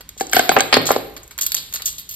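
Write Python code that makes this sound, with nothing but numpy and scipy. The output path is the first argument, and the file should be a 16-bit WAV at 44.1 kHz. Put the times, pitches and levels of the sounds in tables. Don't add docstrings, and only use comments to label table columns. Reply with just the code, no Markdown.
import sys
import numpy as np
from scipy import signal
from scipy.fft import rfft, irfft
from scipy.io import wavfile

SR = 44100
rng = np.random.default_rng(int(sys.argv[2]) if len(sys.argv) > 2 else 0)


def transcribe(u):
    v = np.clip(np.atleast_2d(u).T, -1, 1)
    q = np.round(v * 32767).astype(np.int16)
    wavfile.write(sys.argv[1], SR, q)


N = 94815
T = np.arange(N) / SR

# start in seconds, wood level in dB, pitch ratio,
# hardness in dB per octave, then clack, clash, jingle and ting levels in dB.
LID_HITS = [(0.2089, -7.5, 1.0, -5, -21, -17.5, -16.5, -40),
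            (0.3324, -13, 0.96, 8.5, -10, -21, -3.5, -12.5),
            (0.3660, 1.5, 0.94, -0.5, -14.5, -8.5, -5, -24), (0.3934, 0.5, 0.93, 0.5, -9, -9, -5.5, -21),
            (0.4922, 2, 0.94, -1, -3.5, -6.5, -5, -20), (0.606, -7.5, 0.97, 3, -34, -8, -2, -18.5)]
# start in seconds, decay time constant in seconds,
# then clack, clash, jingle and ting levels in dB.
CLATTERS = [(0.5175, 0.0088, -22, -28, -38, -27.5), (0.5652, 0.01, -8.5, -26, -42, -30.5),
            (0.587, 0.0033, -17, -33.5, -20, -37), (0.595, 0.008, -15.5, -24, -27, -51),
            (0.7265, 0.013, -8.5, -9, -23.5, -44), (0.7405, 0.0035, -5.5, -4.5, -11.5, -26),
            (0.751, 0.018, -17.5, -18, -39, -34), (0.7668, 0.004, -9.5, -21, -20, -26),
            (0.8555, 0.0068, -43, -28, -26, -26.5), (0.8665, 0.015, -45, -21.5, -16.5, -23.5),
            (0.89, 0.015, -45, -28, -25, -24), (0.9065, 0.0037, -15, -20.5, -19.5, -33),
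            (0.9155, 0.0051, -21.5, -23.5, -21.5, -16), (0.9615, 0.0072, -29, -26, -29.5, -45)]
# start in seconds, decay time constant in seconds,
# then clack, clash, jingle and ting levels in dB.
RATTLES = [(0.325, 0.008, -29.5, -23.5, -34.5, -45), (0.344, 0.061, -22, -23, -32.5, -25.5),
           (0.401, 0.0091, -39.5, -21, -38, -31), (0.926, 0.022, -26, -29.5, -35.5, -33)]
# start in seconds, decay time constant in seconds,
# then clack, clash, jingle and ting levels in dB.
CLINKS = [(0.008, 0.0053, -37.5, -37.5, -37.5, -33.5), (0.0905, 0.0026, -41, -32.5, -28.5, -27.5),
          (0.176, 0.043, -57, -43, -37.5, -43), (0.198, 0.019, -36, -59, -29.5, -35),
          (0.2155, 0.00096, -31, -22.5, -19, -17.5), (0.2682, 0.0017, -45.5, -34, -21.5, -38),
          (0.2955, 0.003, -46, -34, -27.5, -39), (0.3135, 0.017, -57, -42, -42, -34),
          (1.165, 0.0074, -34.5, -35.5, -34.5, -38), (1.178, 0.0011, -42, -32, -28.5, -29),
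          (1.231, 0.0081, -63, -61, -39, -43), (1.278, 0.0017, -48, -54, -36.5, -33),
          (1.309, 0.013, -42.5, -42.5, -42, -41), (1.379, 0.0033, -34, -37, -27, -24),
          (1.3872, 0.0068, -28, -25.5, -24, -23), (1.41, 0.025, -41.5, -28, -19, -19),
          (1.4642, 0.0047, -36, -22, -16, -8), (1.519, 0.0025, -26, -16.5, -17, -8.5),
          (1.5447, 0.00087, -20.5, -6.5, -5, -8), (1.5488, 0.00077, -22, -16, -0.5, -4),
          (1.566, 0.016, -43, -23.5, -24.5, -26), (1.726, 0.0018, -33, -28, -27, -22),
          (1.7375, 0.016, -39.5, -32, -26.5, -20), (1.758, 0.011, -36, -26.5, -23, -46),
          (1.795, 0.019, -39.5, -59, -65, -59), (1.82, 0.0032, -45, -24, -24.5, -23),
          (1.8495, 0.0066, -59, -52, -36.5, -33), (1.857, 0.023, -50, -29, -16, -20.5),
          (1.876, 0.0089, -44, -29.5, -44, -22), (1.982, 0.0052, -64, -30, -28.5, -28),
          (1.9875, 0.025, -54.5, -40.5, -40.5, -33), (2.0905, 0.013, -60, -40, -32, -32.5),
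          (2.11, 0.032, -62, -39, -38, -32.5), (2.139, 0.014, -65, -45, -36, -32.5)]
# frequency in Hz, relative level in dB.
CLACK_COLOUR = [(60, -68.5), (400, -20), (800, -17.5), (1100, -5.5), (1450, -3), (2300, -6), (3100, -11.5),
                (5000, -47.5)]
CLASH_COLOUR = [(1700, -30.5), (2600, -6), (3400, 0), (4450, 2.5), (5150, 2), (5900, -30.5), (7500, -27.5)]
JINGLE_COLOUR = [(4500, -47.5), (5800, 1), (6900, 4.5), (7700, -1.5), (8900, -9.5), (9900, -14.5),
                 (12000, -28)]
TING_COLOUR = [(9000, -30), (10500, 2), (11500, 12.5), (12450, 5), (13100, 26), (13600, 10.5), (14100, 13),
               (14600, -9), (15600, -2), (17000, -31)]
CONTACT_LIKENESS = (0.17, 0.17, 1, 0.86)
CONTACT_LAG_S = (0, .00002, -.00024, -.00024)
# start in seconds, pitch in Hz, level in dB before the tone is halved,
# time to fall 60 dB in seconds.
RINGS = [(.338, 13020, -15, .33), (.442, 13400, -27, .2), (.521, 13400, -16, .18), (.61, 13150, -30, .45),
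         (.7275, 3400, -17, .1), (.7405, 4350, -9, .07), (.755, 13000, -32, .3), (.815, 13050, -32, .25),
         (.917, 13080, -33, .8), (.917, 11950, -22, .07), (1.411, 7844, -28, .12), (1.411, 8824, -30, .12),
         (1.411, 12120, -27, .12), (1.465, 13250, -25, .2), (1.519, 2900, -13, .007),
         (1.52, 12850, -29, .25), (1.549, 4684, -31, .22), (1.549, 7560, -32, .15), (1.549, 13250, -31, .5),
         (1.738, 13350, -27, .2), (1.858, 12940, -26, .28), (1.858, 8260, -31, .15),
         (2.003, 13300, -36, .2), (2.0905, 13380, -31, .3)]
COIN_HZ = [3402, 3820, 4259, 4336, 4392, 4620, 7355, 7610, 7840, 7981, 8826, 12830, 12980]
COIN_DB = [-45, -49.5, -78, -56.5, -50, -43, -84, -70.5, -86, -46, -46, -50.5, -77]
LID_HZ = [305, 390, 470, 775, 1540, 1680, 2300, 3250]
LID_DB = [1.9, 4.8, 4.2, 11.2, 6.8, 5.9, 6, 2.7]
LID_T60_S = [0.014, 0.015, 0.016, 0.025, 0.0094, 0.02, 0.014, 0.013]
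LID_LEAD_RAD = [.4, .6, .7, 1.0, .1, .1, .5, .8]
# start in seconds, level in dB, centre of the blow in Hz.
THUMPS = [(.004, -36.5, 436), (0.165, -39, 470), (.343, -12.5, 268), (.515, -4.5, 1270), (0.558, -17, 613),
          (0.565, 4, 980), (.574, -2.5, 690), (0.582, -8.5, 435), (0.6032, -13, 593), (0.7267, -4.5, 780),
          (.739, -5, 458), (0.7665, 3, 410), (0.777, -30, 300), (0.889, -8.5, 1220), (0.9045, 2, 730),
          (0.9154, -7, 910), (0.961, -4.5, 516), (1.546, -37, 536), (1.745, -39.5, 650),
          (1.801, -39.5, 645)]
BOX_HZ = [110, 155, 263, 423, 550, 730, 805, 1042, 1195, 1370, 1800, 2200]
BOX_DB = [-17.5, -19.5, -8.5, -7, -2.5, 4.5, 0, -10.5, -12, -10, -19.5, -29]
BOX_T60_S = [0.12, 0.074, 0.048, 0.048, 0.023, 0.01, 0.025, 0.036, 0.039, 0.03, 0.06, 0.017]
# frequency in Hz, time to fall 60 dB in seconds.
ROOM_T60 = [(100, 1), (260, 0.62), (700, 0.56), (1800, 0.73), (4800, 0.55), (8000, 0.57), (13000, 0.57)]
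# frequency in Hz, relative level in dB.
ROOM_COLOUR = [(60, 2), (150, 0.5), (300, 12), (700, 4.5), (1500, -5), (4200, -0.5), (6000, -13),
               (8000, -6.5), (10200, -8), (13000, -14.5), (16000, -28)]
# frequency in Hz, likeness from 0 to 1.
ROOM_LIKENESS = [(500, .4), (4500, .3), (5800, .95)]
# pitch in Hz, level in dB, time to fall 60 dB in seconds.
ROOM_MODES = [(108.9, -44.5, 1), (157.6, -37.5, 0.53), (182.7, -48, 0.49), (240, -82, 0.11),
              (425, -61.5, 0.74), (504, -64, 0.21)]
# frequency in Hz, relative level in dB.
BACKGROUND_COLOUR = [(20, -16), (35, -8), (52, 3.5), (75, -6), (150, -10), (220, -16), (700, -25.5),
                     (4000, -24.5), (9000, -37.5), (13000, -37), (16000, -53.5)]

CHATTER_PER_S, CHATTER_DECAY_S, CHATTER_SHARE = 750, 0.0006, 0.55
CONTACT_RISE_S, FIRST_TOUCH_S = 0.0003, 0.004
COIN_T60_S = 0.12
LID_CLICK_S, LID_CONTACT_S = 0.0018, 0.0066
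LID_LAG_S, BOX_LAG_S = 0.00006, 0.00005
BOX_PHASE_SPREAD_RAD = 0.4
WOOD_LOW_CUT_HZ = 85
ROOM_ONSET_S = 0.00086
WOOD_SEND_DB, CLATTER_SEND_DB, HAND_SEND_DB = -15, -4.5, -2
BACKGROUND_DB = -51.5
DRIVE_DB, CEILING, TOP_CUT_HZ = 1.5, 0.94, 17000


def from_db(db):
    return 10 ** (np.asarray(db) / 20)


def at_hz(points, hz):
    f, value = np.transpose(points)
    return np.interp(np.log(np.maximum(hz, 1)), np.log(f), value)


def stereo(mid, side, likeness):
    return np.sqrt(1 + likeness) * mid + np.sqrt(1 - likeness) * side * [[1], [-1]]


def noise(colour, likeness):
    gain = from_db(at_hz(colour, np.arange(N + 1) * SR / (2 * N)))
    mid, side = irfft(rfft(rng.standard_normal((2, 2 * N))) * gain)[:, :N]
    x = stereo(mid, side, likeness)
    return x / x.std()


def place(x, lag_s):
    hz = np.arange(N + 1) * SR / (2 * N)
    half_lags = np.exp(1j * np.pi * hz * lag_s * np.array([[-1], [1]]))
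    return irfft(rfft(x, 2 * N) * half_lags)[:, :N]


def chatter():
    touches = (rng.random(N) < CHATTER_PER_S / SR) * rng.random(N)
    decay = np.exp(-1 / (CHATTER_DECAY_S * SR))
    power = signal.lfilter([1], [1, -decay], touches + 1e-18)
    return np.sqrt(1 - CHATTER_SHARE + CHATTER_SHARE * power / power.mean())


def contacts(rows):
    power, touches = np.zeros((4, N)), chatter() ** 2
    for s, decay_s, *levels_db in rows:
        t = np.maximum(T - s, 0)
        rise = (T >= s) * (1 - np.exp(-t / CONTACT_RISE_S)) ** 2
        decay = np.exp(-np.minimum(2 * t / decay_s, 60))
        envelope = rise * decay * np.where(t < FIRST_TOUCH_S, 1, touches)
        power += from_db(levels_db)[:, None] ** 2 * envelope
    colours = (CLACK_COLOUR, CLASH_COLOUR, JINGLE_COLOUR, TING_COLOUR)
    out = 0
    for p, colour, likeness, lag_s in zip(power, colours, CONTACT_LIKENESS, CONTACT_LAG_S):
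        out = out + place(np.sqrt(p) * noise(colour, likeness), lag_s)
    return out


def with_ringing(x):
    t = T[:SR // 2]
    modes = zip(COIN_HZ, COIN_DB)
    ring = sum(from_db(db - 60 * t / COIN_T60_S) * np.sin(2 * np.pi * hz * t) for hz, db in modes)
    return x + signal.fftconvolve(x, ring[None], axes=1)[:, :N]


def coin_rings(wobble_hz=70, wobble=0.75, swell_s=0.0012):
    low_pass = signal.butter(2, wobble_hz, fs=SR, output="sos")
    slow = signal.sosfilt(low_pass, rng.standard_normal((2, N)))
    a, b = wobble * slow / slow.std()
    out = 0
    for s, hz, db, t60 in RINGS:
        t = np.maximum(T - s, 0)
        phase = 2 * np.pi * hz * t
        tone = (1 + a) * np.sin(phase) + b * np.cos(phase)
        out = out + from_db(db - 60 * t / t60) * (1 - np.exp(-t / swell_s)) * tone / 2
    return place(out, CONTACT_LAG_S[-1])


def strike(s, modes, contact_s, leads_rad):
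    out, start, t = np.zeros((2, N + SR)), int(s * SR), T[:SR // 4]
    sides = np.array([[-0.5], [0.5]])
    ring = 0
    for k, (hz, db, t60) in enumerate(modes):
        tone = np.sin(2 * np.pi * hz * t + sides * leads_rad[k])
        ring = ring + (-1) ** k * from_db(db - 60 * t / t60) * tone
    out[:, start:start + len(t)] = ring * (1 - np.exp(-t / contact_s))
    return out[:, :N]


def lid_knocks(pivot_hz=750):
    pitches_hz, octaves = np.array(LID_HZ), np.log2(np.array(LID_HZ) / pivot_hz)
    out = 0
    for s, wood_db, ratio, hardness_db, *_ in LID_HITS:
        levels_db = np.array(LID_DB) + wood_db + hardness_db * octaves
        modes = zip(pitches_hz * ratio, levels_db, LID_T60_S)
        out = out + strike(s, modes, LID_CONTACT_S, LID_LEAD_RAD)
    return place(out, LID_LAG_S)


def box_thumps(focus_db=4.5, contact_s=0.00018, scatter=0.0068):
    pitches_hz = np.array(BOX_HZ)
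    out = 0
    for s, level_db, centre_hz in THUMPS:
        shifts = 1 + scatter * rng.standard_normal(len(BOX_HZ))
        off_centre_octaves = np.log2(pitches_hz / centre_hz)
        levels_db = np.array(BOX_DB) + level_db - focus_db * off_centre_octaves ** 2
        leads_rad = BOX_PHASE_SPREAD_RAD * rng.standard_normal(len(BOX_HZ))
        out = out + strike(s, zip(pitches_hz * shifts, levels_db, BOX_T60_S), contact_s, leads_rad)
    return place(out, BOX_LAG_S)


def room(x):
    hz, t = np.arange(SR // 2 + 1), T[:SR]
    mid, side = rfft(rng.standard_normal((2, SR))) / np.sqrt(2)
    coloured = stereo(mid, side, at_hz(ROOM_LIKENESS, hz)) * from_db(at_hz(ROOM_COLOUR, hz))
    edges = np.geomspace(40, 18000, 28)
    tail = 0
    for low, high in zip(edges, edges[1:]):
        t60 = at_hz(ROOM_T60, np.sqrt(low * high))
        band = irfft(coloured * (hz >= low) * (hz < high), SR)
        even_energy = np.sqrt(2 * np.log(1000) / (t60 * SR))
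        tail = tail + band * from_db(-60 * t / t60) * even_energy
    for f, db, t60 in ROOM_MODES:
        tail = tail + from_db(db - 60 * t / t60) * np.sin(2 * np.pi * f * t)
    return signal.fftconvolve(x, tail * (1 - np.exp(-t / ROOM_ONSET_S)), axes=1)[:, :N]


def narrow_bass(x, corner_hz=300):
    high_pass = signal.butter(1, corner_hz, "high", fs=SR, output="sos")
    side = signal.sosfilt(high_pass, (x[0] - x[1]) / 2)
    return x.mean(axis=0) + side * [[1], [-1]]


def background():
    return from_db(BACKGROUND_DB) * noise(BACKGROUND_COLOUR, 0.98)


def scene(pan_db=0.51):
    low_cut = signal.butter(4, WOOD_LOW_CUT_HZ, "high", fs=SR, output="sos")
    wood = signal.sosfilt(low_cut, lid_knocks() + box_thumps())
    lid_clicks = contacts([(s, LID_CLICK_S, *levels_db) for s, _, _, _, *levels_db in LID_HITS])
    clatter = lid_clicks + contacts([*CLATTERS, *RATTLES])
    hand, rings = contacts(CLINKS), coin_rings()
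    into_room = from_db(WOOD_SEND_DB) * wood + from_db(CLATTER_SEND_DB) * (clatter + rings)
    echo = room(into_room + from_db(HAND_SEND_DB) * hand)
    mix = narrow_bass(wood + echo) + with_ringing(clatter + hand) + rings + background()
    return mix * from_db([[-pan_db], [pan_db]])


def record(dry):
    x = from_db(DRIVE_DB) * dry / CEILING
    clipped = CEILING * x / (1 + x ** 6) ** (1 / 6)
    return signal.sosfilt(signal.cheby2(14, 60, TOP_CUT_HZ, fs=SR, output="sos"), clipped)


dry = scene()
out = record(dry)
transcribe(out)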